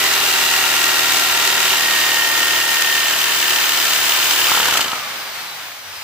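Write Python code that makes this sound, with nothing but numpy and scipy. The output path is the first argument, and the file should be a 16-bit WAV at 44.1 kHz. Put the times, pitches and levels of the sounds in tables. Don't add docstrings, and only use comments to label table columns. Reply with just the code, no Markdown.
import sys
import numpy as np
from scipy import signal
from scipy.fft import rfft, irfft
from scipy.io import wavfile
from scipy.ndimage import map_coordinates

SR = 44100
rng = np.random.default_rng(int(sys.argv[2]) if len(sys.argv) > 2 else 0)


def generate_wav(signal):
    frames = np.transpose(np.atleast_2d(signal))
    scaled = np.clip(frames, -1, 1) * 32767
    pcm = np.round(scaled).astype(np.int16)
    wavfile.write(sys.argv[1], SR, pcm)


def boost_factor(decibels):
    exponent = np.asarray(decibels, float) / 20
    return 10 ** exponent


N = 265922
ROTOR_TURNS = 9.6

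# [f/Hz, level/dB per Hz]
RASP_COLOUR = [(88, -39), (150, -32), (373, -9.5), (500, -14), (912, -9.5), (1660, -4), (1830, -2),
               (2100, -6.5), (2920, -1.5), (5870, -5.5), (7130, -3), (9540, -19), (12500, -5), (15500, -12)]


def rms_one(x):
    return x / np.sqrt(np.mean(x ** 2) + 1e-20)


def in_time(rows):
    s, *columns = np.transpose(rows)
    return [np.interp(np.arange(N) / SR, s, c) for c in columns]


def after(start_s):
    return np.maximum(np.arange(N) / SR - start_s, 0)


def at_hz(points, hz):
    f, level = np.array(points).T
    return np.interp(np.log(hz), np.log(np.maximum(f, 1)), level)


def drift(rate):
    r = np.exp(-80 * np.pi * rate / SR)
    white = rng.standard_normal(N // 40 + 2002)
    slow = signal.lfilter([1], [1, -2 * r, r * r], white)[2000:]
    return np.interp(np.arange(N) / 40, np.arange(len(slow)), rms_one(slow))


def ring(clicks, hz, t60):
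    r, w = boost_factor(-60 / (t60 * SR)), 2 * np.pi * hz / SR
    return signal.lfilter([0, np.sin(w)], [1, -2 * r * np.cos(w), r * r], clicks + 1e-18)


def bump(strokes, at, sharp):
    return np.exp(sharp * (np.cos(2 * np.pi * (strokes - at)) - 1))


def banded_noise(spectrum, patchy_db, tilt_db=0):
    # [f/Hz, likeness 0..1]
    likeness = [(60, .98), (300, 0.98), (700, 0.83), (1400, 0.51), (2800, 0.12), (5500, 0.26),
                (15000, 0.042)]
    # [f/Hz, level/dB]
    sideways = [(60, 0.0), (200, 0.7), (500, -.3), (1000, .5), (2000, 2.5), (4000, -2), (8000, 3.5),
                (12000, -.3)]
    out, power = 0, 0
    flicker = patchy_db * drift(8)
    edges = 40 * 2 ** np.arange(0, 8.8, 1 / 3)
    white = rng.standard_normal((2, 2, N))
    for k, (low, high) in enumerate(zip(edges, edges[1:])):
        band_pass = signal.butter(2, [low, high], "band", fs=SR, output="sos")
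        mid, side = signal.sosfilt(band_pass, white[k % 2])
        hz = np.sqrt(low * high)
        alike = np.clip(at_hz(likeness, hz), -1, 1)
        lean = at_hz(sideways, hz) / 2
        band = np.sqrt(1 + alike) * mid + np.sqrt(1 - alike) * side * [[1], [-1]]
        band = boost_factor(at_hz(spectrum, hz)) * band
        power += np.mean(band ** 2)
        out = out + band * boost_factor([[lean], [-lean]]) * boost_factor(flicker + tilt_db * np.log2(hz / 2000))
    return out / np.sqrt(power)


def motor_speed():
    # [t/s, speed/strokes per minute]
    loaded = [(0.0, 2433.5), (0.4, 2394.9), (0.8, 2368.3), (1.2, 2358.8), (1.6, 2362.5), (1.9, 2326.9),
              (2.2, 2301.4), (2.6, 2305.7), (3.0, 2285.0), (3.4, 2258.8), (3.8, 2245.2), (4.2, 2238.0),
              (4.45, 2236.5), (4.6, 2242.9), (4.7, 2267.4), (4.76, 1736.1), (4.9, 1626.9)]
    friction_spm_per_s, drag_per_s = 482, 0.374
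    offset = friction_spm_per_s / drag_per_s
    coast = np.exp(-drag_per_s * after(loaded[-1][0]))
    return (in_time(loaded)[0] + offset) * coast - offset


def garage(x):
    t = np.arange(SR // 2) / SR
    t60_s, level_db = 0.34, -12.5
    tail = rng.standard_normal((2, len(t))) * boost_factor(-60 * t / t60_s) * (t > 0.002)
    tail = signal.lfilter([0.5], [1, -0.5], tail)
    tail = tail / np.sqrt(np.sum(tail ** 2) / 2)
    return boost_factor(level_db) * signal.fftconvolve(x[None], tail, axes=1)[:, :N]


def low_hum():
    level_db = -52 + 30.5 * (after(0) - N / SR)
    return boost_factor(level_db) * rms_one(ring(rng.standard_normal(N), 96, 0.23))


def cooling_air(decades, feed_db, off):
    # [f/Hz, level/dB per Hz]
    air_colour = [(40, -19), (90, -17), (200, -19.5), (380, -16.5), (540, -11), (780, -4.5), (1350, -2.5),
                  (2400, -2), (4850, -5.5), (7200, -12), (9000, -13), (11000, -15.5), (13500, -10),
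                  (15500, -12.5)]
    near_db = 25 * after(5.835)
    level_db = -19 + 29.5 * decades + 0.82 * feed_db * (1 - off) + near_db
    tilt_db = 0.47 + off * (-1.18 - 0.47) + 0.75 * after(4.8)
    return boost_factor(level_db) * banded_noise(air_colour, 0.55, tilt_db)


def shake(strokes, exit_db):
    # [multiple of stroke rate, early level/dB, late level/dB]
    harmonics = [(2, 1, -6), (3, 2, 3), (4, -3, -7), (5, 0, -4), (6, -9, -7), (7, 5, -2), (8, -4, 1),
                 (9, -6, 1), (10, -5, 7), (11, -5, -4), (12, -6, -5)]
    change_s = 2.1
    late = in_time([(change_s - 0.3, 0), (change_s + 0.19, 1)])[0]
    lines = 0
    for k, early_db, late_db in harmonics:
        gain = boost_factor(early_db + late * (late_db - early_db) + 0.87 * drift(2.5))
        lines = lines + gain * np.sin(2 * np.pi * (round(k) * strokes + rng.random()))
    level_db = -41.5 - after(1.8) + exit_db
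    return boost_factor(level_db) * rms_one(lines)


def rotor(strokes, spm, decades, off):
    # [f/Hz, level/dB]
    housing = [(600, -25), (3300, -12), (3900, 3), (4600, 1), (5600, -1), (6500, -5), (8800, -18),
               (10500, -10), (12000, 0), (13000, 3), (15000, 6)]
    line_levels = [-25, -22, -18, 2, -11, -18, -6, 0, -10, -10, -12, -2, -3, -8, -12, -6, -8, -8]
    # [speed/strokes per minute, level/dB]
    whine_load = [(2265, -26.5), (2310, -32)]
    turn, whine = 2 * np.pi * ROTOR_TURNS * strokes, 0
    for k, db in enumerate(line_levels):
        multiple = 6 * (k + 1)
        hz = multiple * ROTOR_TURNS * spm / 60
        gain = boost_factor(db + at_hz(housing, hz) + 1.5 * drift(12)) * (hz < 16000)
        whine = whine + gain * np.sin(multiple * turn + k * k)
    whine_db = (1 - off) * at_hz(whine_load, spm) + off * -43.5
    hum = np.sin(turn) + boost_factor(2.5 * drift(2)) * np.sin(2 * turn)
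    held_db = -39 - 16 * after(1.9)
    free_db = -47.5 + 39 * decades
    hum_db = (1 - off) * held_db + off * free_db + 2.2 * drift(1.0)
    return boost_factor(whine_db) * whine + boost_factor(hum_db) * hum


def mesh_level(hz, peaks):
    power = sum(boost_factor(db) ** 2 / (1 + ((hz - at) / width) ** 4) for at, width, db in peaks)
    return 10 * np.log10(power + boost_factor(-59) ** 2)


def gears(strokes, spm):
    # [f/Hz, half width/Hz, level/dB]
    gearbox = [(1947, 9, -24.5), (1901, 15, -24.5), (1864, 11, -25.5), (1837, 12, -20.5), (1810, 11, -26),
               (1790, 15, -36), (1270, 110, -32.5), (825, 50, -43)]
    # [f/Hz, half width/Hz, level/dB]
    gearbox_high = [(3862, 22, -29.5), (3782, 22, -32), (3710, 14, -32), (3600, 60, -40), (2600, 300, -50)]
    mesh_hz = 5 * ROTOR_TURNS * spm / 60
    mesh_db, overtone_db = mesh_level(mesh_hz, gearbox), mesh_level(2 * mesh_hz, gearbox_high)
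    load = 0.4 + 1.2 * bump(strokes, 0.03, sharp=3.1) + 0.5 * bump(strokes, 0.55, sharp=3.1)
    turn = 2 * np.pi * ROTOR_TURNS * strokes + 0.014 * drift(30)
    mesh = boost_factor(mesh_db + 0.7 * drift(6)) * np.sin(5 * turn)
    overtone = boost_factor(overtone_db + 4) * np.sin(10 * turn)
    return load / load.mean() * (mesh + overtone) * boost_factor(-1.5)


def slaps():
    # [t/s, peak level/dB, ring f/Hz]
    hits = [(4.489, -13, 1380), (4.517, -4.5, 1330), (4.547, -7.5, 1370), (4.573, -6, 1300),
            (4.6, -6.5, 1300), (4.627, -10, 1430), (4.656, -9, 1430), (4.684, -7.5, 1480),
            (4.724, -8, 1380), (4.754, -5.5, 1320), (4.793, -9.5, 1350), (4.859, -16, 1380),
            (4.893, -19, 1290), (4.932, -8, 1370), (4.965, -18, 1270)]
    out, t = np.zeros(N + 4000), np.arange(4000) / SR
    for s, db, hz in hits:
        burst = rng.standard_normal(4001) * boost_factor(-60 * np.r_[0, t] / 0.0065)
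        thud = ring(np.diff(burst), 900, 0.01)
        body = np.sin(2 * np.pi * hz * t) * boost_factor(-60 * t / 0.025) * np.minimum(t / 0.0007, 1)
        out[round(s * SR):][:4000] += boost_factor(db - 3) * (body + boost_factor(-1.5) * thud / np.abs(thud).max())
    return out[:N]


def snaps():
    # [t/s, peak level/dB, brightness/dB]
    cracks = [
        (4.71, -18, -23),
        (4.741, -26, -17),
        (4.7716, -12, -12),
        (4.8128, -8, -27),
        (4.8467, -15.5, -21),
        (4.882, -14, -20),
        (4.9171, -12.5, -20),
        (5.928, -31, -13),
        (6.0194, -29, -12),
    ]
    out, t = np.zeros(N + 4000), np.arange(2000) / SR
    for s, db, bright_db in cracks:
        burst = rng.standard_normal(2000) * boost_factor(-60 * t / 0.014)
        dull = ring(burst, 2960, 0.0077) + 1.7 * ring(burst, 4300, 0.0057) + 0.4 * ring(burst, 1320, 0.05)
        spit = boost_factor(bright_db + 5) * np.diff(burst, prepend=0)
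        out[round(s * SR):][:2000] += boost_factor(db + 0.5) * (dull / np.abs(dull).max() + spit)
    return out[:N]


def knocks(strokes, modes, level_db):
    at = np.flatnonzero(np.diff(np.floor(strokes + 0.1)) > 0)
    draws, out = rng.standard_normal((len(at), len(modes) + 1)), np.zeros(N)
    at = np.clip(at + (2.0 * draws[:, -1]).astype(int), 0, N - 1)
    for k, (hz, db, t60) in enumerate(modes):
        clicks = np.zeros(N)
        clicks[at] = boost_factor(db + 1.5 * draws[:, k])
        out += ring(ring(clicks, hz, 0.0044), hz, t60)
    return boost_factor(level_db) * rms_one(out)


def blade(strokes, feed_db, exit_db):
    # [f/Hz, level/dB, t60/s]
    long_modes = [(2796, 8.5, 0.024), (3460, -7, 0.017), (1380, -4, 0.068), (927, -7.5, 0.09),
                  (1750, -21, 0.015)]
    # [f/Hz, level/dB, t60/s]
    short_modes = [(3075, 8, 0.04), (2664, -3, .03), (2960, 10, 0.018), (3540, -1, 0.04), (4830, 1, .025)]
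    long_db = -26 - 1.5 * after(1) - 15 * np.maximum(0.3 - after(0), 0) + exit_db
    short_db = -27.5 + 20 * np.minimum(after(0) - 1.65, 0) + 0.67 * feed_db + exit_db
    return knocks(strokes, long_modes, long_db) + knocks(strokes, short_modes, short_db)


def tooth_pattern(strokes, level_db):
    patterns = rng.standard_normal((14, 601))
    locked = map_coordinates(patterns, [strokes / 20, strokes % 1 * 600], order=1)
    hz = np.maximum(np.arange(N // 2 + 1) * SR / N, 20)
    colour = boost_factor(at_hz(RASP_COLOUR, hz)) / (1 + (hz / 3500) ** 4)
    return boost_factor(level_db) * rms_one(irfft(rfft(locked) * colour, N))


def catches():
    catch_times = [4.742, 4.776, 4.817]
    t = np.arange(N) / SR
    return sum(8 * np.exp(-((t - s) / 0.012) ** 2) for s in catch_times)


def rasp(strokes, rasp_db):
    tear = bump(strokes, 0.96, sharp=2.7) * boost_factor(3.57 * drift(25))
    rub = bump(strokes, 0.52, sharp=3.0)
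    return boost_factor(rasp_db) * rms_one(0.75 + tear + rub) * banded_noise(RASP_COLOUR, patchy_db=0.63)


def scene():
    # [t/s, feed pressure level/dB, kerf grip on the teeth level/dB]
    hand = [
        (0, 0, 5.5),
        (.45, 0.5, 2.5),
        (.75, 0.5, 0.5),
        (1.6, -.5, 2.5),
        (1.95, 0, 4),
        (2.25, -1, 3.5),
        (2.7, -1, -1),
        (3.3, -1, 2.5),
        (3.8, 0, -6),
        (4.68, 1.5, 3),
    ]
    spm = motor_speed()
    decades = np.log10(spm / 2300)
    strokes = 0.33 + np.cumsum(spm / 60) / SR
    off = np.clip(after(4.54) / 0.24, 0, 1)
    feed_db, grip_db = in_time(hand)
    exit_db = -77 * after(4.8)

    air = cooling_air(decades, feed_db, off)
    body = shake(strokes, exit_db)
    tones = rotor(strokes, spm, decades, off) + gears(strokes, spm)
    blows = blade(strokes, feed_db, exit_db) + slaps() + snaps()
    blows += tooth_pattern(strokes, -30 + grip_db + exit_db)
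    teeth = rasp(strokes, -20 + feed_db + exit_db - 4.5 * off + catches())
    room = garage(blows + 0.5 * tones)
    return blows + tones + body + low_hum() + room + teeth + air


def top_cut(x):
    return signal.sosfilt(signal.butter(12, 16430, fs=SR, output="sos"), x)


def record(dry):
    ports = np.stack([np.roll(dry[0], shift=2), dry[1]])
    ports = np.tanh(ports / 1.227) * 1.387
    ports = signal.sosfilt(signal.butter(1, 95, "high", fs=SR, output="sos"), ports)
    ports = signal.sosfilt(signal.ellip(14, 0.5, 75, 15560, fs=SR, output="sos"), ports)
    return top_cut(ports)


dry = scene()
out = record(dry)
generate_wav(out)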